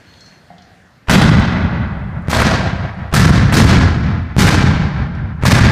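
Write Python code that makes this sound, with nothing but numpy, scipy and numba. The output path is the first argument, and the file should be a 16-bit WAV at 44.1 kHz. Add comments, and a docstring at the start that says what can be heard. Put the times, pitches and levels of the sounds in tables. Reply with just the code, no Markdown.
"""Six black-powder guns fire a ragged salute from the top of a stone wall under trees.
Each shot is a puff of priming, a blast wave, slaps off the walls and a dense rush of echoes whose
treble dies first while the bass rolls on. Before the volley, steel and wood are handled faintly over
far-off outdoor noise. The microphone stands close enough to overload, and a fast limiter holds
about the first third of a second of every shot at full level."""
import sys
import numpy as np
from scipy import signal
from scipy.fft import rfft, irfft, next_fast_len
from scipy.io import wavfile
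from scipy.ndimage import uniform_filter1d, minimum_filter1d
from numba import njit

SR = 44100
rng = np.random.default_rng(int(sys.argv[2]) if len(sys.argv) > 2 else 0)


def unload_audio(sound):
    """Save the sound as a 16-bit wav file, at the path given as the first command line argument."""
    columns = np.transpose(np.atleast_2d(sound))
    # keep every value between -1 and 1, then stretch to whole-number steps
    steps = np.round(np.clip(columns, -1, 1) * 32767)
    wavfile.write(sys.argv[1], SR, steps.astype(np.int16))


N = 251811
TIME = np.arange(N) / SR
TOP_HZ = 15150

# The guns on the wall. Each row: start in seconds; blast, crack and priming levels in dB; then, for the
# echo rush, lag and build-up in seconds, level, bass and treble in dB, decay time factor,
# boom pitch in Hz, bark pitch in Hz, bark lift in dB.
GUNS = [(1.096, -23, -2, -8, 0.00064, 0.0014, 1, 1.5, -3, 1.294, 197, 3330, 3),
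        (2.284, -6, -31, -26, 0.0071, 0.066, -3, -1.5, 1, 0.99, 108, 664, 6),
        (3.138, -8.5, -9.5, -9.5, .0004, 0.0013, -6, 8, 5, 1.04, 134, 1600, 3.5),
        (3.524, -12, -11, -37, 0.0011, 0.033, -1, 5, 3, 0.96, 90, 275, 6.5),
        (4.366, -2, -34.5, -32, 0.0082, 0.014, -3.5, 4.5, 3.5, 1.205, 154.6, 305, 0.5),
        (5.436, -1.5, -23, -12, 0.011, 0.041, -1, 5, 2.5, 1.1, 111, 1870, 3.5)]


def undb(db):
    """Decibels to gain."""
    return 10 ** (np.asarray(db) / 20)


def unit(x):
    """Scale to rms 1."""
    return x / np.sqrt(np.mean(x ** 2))


def add(track, start_s, sound):
    """Mix a sound into the track."""
    i = max(int(start_s * SR), 0)
    track[i:i + len(sound)] += sound[:N - i]


def filt(x, hz, kind, order=2):
    """Butterworth filter."""
    sections = signal.butter(order, np.minimum(hz, SR / 2 - 1), kind, fs=SR, output="sos")
    return signal.sosfilt(sections, x)


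def through(x, response):
    """Pass x through a response scaled to unit energy."""
    return signal.fftconvolve(x, response / np.linalg.norm(response))[:N]


def hump(hz, centre_hz, octaves):
    """Bell on a log-frequency axis, 1 at its centre."""
    return np.exp(-(np.log2(hz / centre_hz) / octaves) ** 2)


def wander(rate_hz):
    """Random levels held 1 / rate_hz seconds and smoothed twice; rms 1."""
    hold = max(int(SR / rate_hz), 1)
    steps = np.repeat(rng.standard_normal(N // hold + 1), hold)
    return unit(uniform_filter1d(uniform_filter1d(steps, hold), hold)[:N])


def bands(x, table, count=22):
    """Split x into overlapping bands; yields centre in Hz, band and the table's columns there."""
    size = next_fast_len(N)
    spectrum = rfft(x, size)
    log_hz = np.log(np.arange(size // 2 + 1) * SR / size + 1)
    centres = np.geomspace(20, TOP_HZ, count)
    table_hz, *columns = np.transpose(table)
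    for hz, share in zip(centres, np.eye(count)):
        band = irfft(spectrum * np.interp(log_hz, np.log(centres), share), size)[:N]
        yield hz, band, *(np.interp(np.log(hz), np.log(table_hz), c) for c in columns)


def background(flicker_db=-1.7):
    """Far-off outdoor noise, sinking slowly, each band wavering a little."""
    # Tone of the place. Each row: frequency in Hz, relative density in dB.
    air_spectrum = [(15, -55.5), (25, -23), (86, -2), (158, -2.5), (202, -3), (326, -14.5), (709, -13.5),
                    (978, -21), (1810, -12.5), (2500, -25), (4750, -26.5), (7280, -36.5), (15000, -46)]
    # Its fade. Each row: time in seconds, level in dB.
    air_level = [(0, -43), (.2, -45), (.42, -46.5), (1.0, -49), (5.7, -55)]
    air = sum(band * undb(db + flicker_db * wander(15))
              for _, band, db in bands(rng.standard_normal(N), air_spectrum))
    return unit(air) * undb(np.interp(TIME, *np.transpose(air_level)))


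def ring(modes):
    """One second of decaying modes, with slightly different shares each time."""
    t = TIME[:SR]
    return sum(undb(db + 1.45 * rng.standard_normal() - 60 * t / t60) * np.sin(2 * np.pi * hz * t)
               for hz, db, t60 in modes)


def struck(hits, modes, contact_s):
    """Each blow rings the same modes; a softer contact starts them more gently."""
    out = np.zeros(N)
    onset = 1 - np.exp(-TIME[:SR] / contact_s)
    for start, db in hits:
        add(out, start, undb(db) * ring(modes) * onset)
    return out


def handling(slide_at_s=0.2, slide_s=0.12, slide_peak_db=-43, rattle_db=3, click_s=0.0071, yard_db=-4):
    """Steel slides and clinks, locks click and wood knocks as the guns are readied; the walls answer."""
    # Ring of steel and of wood. Each row: frequency in Hz, relative level in dB, t60 in seconds.
    steel_modes = [(3370, -3, 0.07), (4254, 2, 0.15), (4330, 2, 0.079), (4540, -16, .06), (5076, -21, 0.13),
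                   (6100, -9, 0.19), (6525, -11, .2), (7660, -17, .12), (9372, -25, .1)]
    wood_modes = [(178, -7, 0.15), (717, -2, 0.054), (760, -1.5, 0.042), (1387, -23, 0.2),
                  (1900, -15.5, .14), (2080, -19, .14)]
    # Steel clinks and hollow wooden knocks. Each row: start in seconds, level in dB.
    clinks = [(.070, -55), (.137, -67), (.182, -51), (.207, -49), (.245, -67)]
    knocks = [(.503, -30), (.567, -43), (.715, -46.5)]
    # Dry clicks of the locks. Each row: start in seconds, level in dB, band centre in Hz.
    lock_clicks = [(.137, -43.5, 3700), (0.206, -43.5, 5360), (.260, -45, 5200), (0.323, -41, 1880),
                   (.582, -42.5, 3730), (0.621, -46.5, 4600), (2.221, -62, 8000), (2.945, -62, 8000),
                   (5.149, -46, 4450)]
    t = TIME[:SR]
    stroke = np.exp(-((TIME - slide_at_s) / slide_s) ** 2)
    rubbing = rng.standard_normal(N) * undb(rattle_db * wander(68)) * stroke
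    slide = through(rubbing, ring(steel_modes))
    direct = undb(slide_peak_db) * slide / np.abs(slide).max()
    direct += struck(clinks, steel_modes, contact_s=0.0009)
    direct += struck(knocks, wood_modes, contact_s=0.0011)
    for start, db, hz in lock_clicks:
        tick = unit(filt(rng.standard_normal(SR), [0.8 * hz, 1.2 * hz], "band"))
        add(direct, start, undb(db) * tick * np.exp(-t / click_s))
    yard = sum(filt(rng.standard_normal(SR), edges_hz, "band") * undb(-60 * t / t60)
               for edges_hz, t60 in [([80, 2500], 0.97), ([2500, 9000], 0.5)])
    return direct + undb(yard_db) * through(direct, yard)


def reflections(grain_db=4.5, cluster_db=3.0, merge_s=0.34, flutter_db=1, near_gain=0.16):
    """Arrivals cluster at first and merge later; surfaces close to each gun add a slight comb colour."""
    sparse = np.zeros(N)
    for start, *_ in GUNS:
        sparse = np.where(TIME > start, np.exp(-np.abs(TIME - start) / merge_s), sparse)
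    noise = rng.standard_normal(N)
    scatter_db = grain_db * wander(2500) + cluster_db * wander(130)
    grains = unit(noise * undb(sparse * scatter_db))
    grains *= undb(flutter_db * (1.5 - sparse) * wander(24.15))  # the far echo comes back in waves
    upper = filt(grains, 590, "high")
    comb = np.zeros(N)
    for start, *_ in GUNS:
        lag_samples = rng.integers(30, 300, size=3)
        comb = np.where(TIME > start, sum(np.roll(upper, lag) for lag in lag_samples), comb)
    return grains + near_gain * comb


def echo_rush(bloom_s=0.21, early_bass=0.34, bass_hz=330, treble_hz=2800, boom_db=4):
    """Countless echoes off trunks, leaves and walls; air absorbs the treble, the bass builds up late."""
    # One shot's echo. Each row: frequency in Hz, starting density in dB per Hz, t60 in seconds.
    rush_spectrum = [(22, -52, 3.8), (42.4, -34.5, 1.7), (75.7, -27, 3.48), (119, -28, 2.36),
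                     (179.3, -26, 2.14), (270, -34.5, 1.66), (399, -41, 1.67), (885, -43.5, 2.09),
                     (1875, -42, 1.98), (2480, -49.5, 1.56), (4800, -50, 1.156), (8370, -58, 0.67),
                     (15300, -67, 0.41)]
    # The bass rolls to and fro over the land, swelling at even intervals after each shot.
    roll_first_s, roll_period_s, roll_db = 0.075, 0.212, 0.74
    lumps_db = 1.7 * wander(22)  # it also comes back in uneven lumps
    clock = TIME[::100]
    out = np.zeros(N)
    for hz, band, db, t60 in bands(reflections(), rush_spectrum, count=28):
        bass = 1 / (1 + (hz / bass_hz) ** 2)
        treble = 1 / (1 + (treble_hz / hz) ** 2)
        power = 0
        for start, _, _, _, *echo in GUNS:
            lag, build, rush_db, bass_db, treble_db, stretch, boom_hz, bark_hz, bark_db = echo
            age = np.maximum(clock - start - abs(lag), 0)
            rise = 1 - np.exp(-age / build)
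            bloom = 1 - bass * (1 - early_bass) * np.exp(-age / bloom_s)
            fall = undb(-60 * age / (t60 * stretch ** (1 - treble)))  # air alone sets the treble's decay
            roll = np.cos(2 * np.pi * (age - roll_first_s) / roll_period_s)
            level_db = rush_db + bass * (bass_db + roll_db * roll) + treble * treble_db
            # Each gun and charge has its own low boom and higher bark.
            colour_db = boom_db * hump(hz, boom_hz, octaves=0.26)
            colour_db += bark_db * hump(hz, bark_hz, octaves=0.3)
            power += (rise * bloom * fall * undb(level_db + colour_db)) ** 2
        out += band * np.interp(TIME, clock, np.sqrt(power)) * undb(db + bass * lumps_db)
    return out * np.sqrt(SR / 2)


def blast_wave(length_s, rise_s):
    """A shock front, a fall through zero and a slower suction; the microphone turns it upside down."""
    t = np.arange(int(SR * length_s * 2)) / SR
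    front = 1 - np.exp(-t / rise_s)
    fade = np.exp(-(t / (0.84 * length_s)) ** 2)
    return -front * np.cos(2 * np.pi * t / length_s) * fade


def crack(fade_s, bright_hz, hiss_db):
    """A short harsh burst: mostly midrange, with a thinner edge of treble."""
    noise = rng.standard_normal(SR // 10)
    midrange = unit(filt(noise, [500, bright_hz], "band"))
    hiss = unit(filt(noise, [3500, 9000], "band"))
    return (midrange + undb(hiss_db) * hiss) * np.exp(-TIME[:len(noise)] / fade_s)


def wall_echoes(spread_s=0.002):
    """Large faces return the blast whole, its front rounded; rough ones add a crack."""
    # Walls that answer every shot. Each row: delay in seconds, thump in dB, crack in dB.
    walls = [(.046, -6.5, -17), (0.082, -1.5, -11), (0.117, -14, -9.5), (.137, -5.5, -14), (.45, -5, -43),
             (0.701, -13.5, -50.5)]
    # Heavy slaps, a blast thrown straight back. 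Each row: start in seconds, thump in dB, crack in dB.
    slaps = [(1.297, 8, -12), (1.316, 8, -29), (1.398, 4.5, -15.5), (2.33, -24, -11), (2.367, -9, -11.5),
             (2.418, 0.5, -3.5), (3.26, 15.5, -33), (3.292, -1, -8), (3.306, 12, -28), (3.602, -11, 0.5),
             (3.649, 14, -19), (4.382, 11.5, -14), (4.64, 8.5, -35), (5.452, -3, -9), (5.529, 15, -26)]
    # The guns stand apart, so each wall answers each of them a little sooner or later.
    answers = [(start + delay + spread_s * rng.standard_normal(), thump_db, crack_db)
               for start, *_ in GUNS for delay, thump_db, crack_db in walls]
    out = np.zeros(N)
    for start, thump_db, crack_db in answers + slaps:
        add(out, start, undb(thump_db) * blast_wave(length_s=0.0083, rise_s=0.0017))
        add(out, start, undb(crack_db) * crack(fade_s=0.005, bright_hz=1670, hiss_db=-15))
    return out


def gunshots(lead_s=0.024, puff_s=0.0029, fizz_db=-10):
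    """The direct sound: the priming flares, then the main charge leaves the muzzle as blast and crack."""
    out = np.zeros(N)
    t = TIME[:int(lead_s * SR)]
    puff = np.exp(-((t - 0.64 * lead_s) / puff_s) ** 2)
    for start, blast_db, crack_db, priming_db, *_ in GUNS:
        noise = rng.standard_normal(N // 20)
        fizz = unit(filt(filt(noise, 1700, "low"), 300, "high"))[:len(t)]
        priming = puff + undb(fizz_db) * (puff + 0.14) * fizz
        add(out, start - lead_s, undb(priming_db) * priming)
        add(out, start, undb(blast_db) * blast_wave(length_s=0.0098, rise_s=0.000067))
        add(out, start, undb(crack_db) * crack(fade_s=0.015, bright_hz=2030, hiss_db=-15.5))
    return out


def scene():
    """The salute and its surroundings as they reach one microphone."""
    return (gunshots() + wall_echoes() + echo_rush() + handling() + background())[None]


@njit
def hold_peaks(x, decay):
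    """Jump to each peak, then sink back."""
    out, held = np.empty(len(x)), 0.
    for i in range(len(x)):
        held = max(x[i], held * decay)
        out[i] = held
    return out


def record(dry, overload_db=9, release_s=0.044, ceiling=1):
    """The microphone rounds the largest peaks, a look-ahead limiter ducks them, and the top is cut."""
    headroom = undb(overload_db)
    mic = filt(headroom * np.tanh(dry[0] / headroom), 11, "high")
    peaks = hold_peaks(np.abs(mic), np.exp(-1 / (release_s * SR)))
    needed_gain = ceiling / np.maximum(peaks, ceiling)
    gain = uniform_filter1d(minimum_filter1d(needed_gain, size=65), size=65)  # ducks ahead of the peak
    top_cut = signal.ellip(8, 0.2, 70, TOP_HZ, fs=SR, output="sos")
    return signal.sosfilt(top_cut, mic * gain)[None]


dry = scene()
out = record(dry)
unload_audio(out)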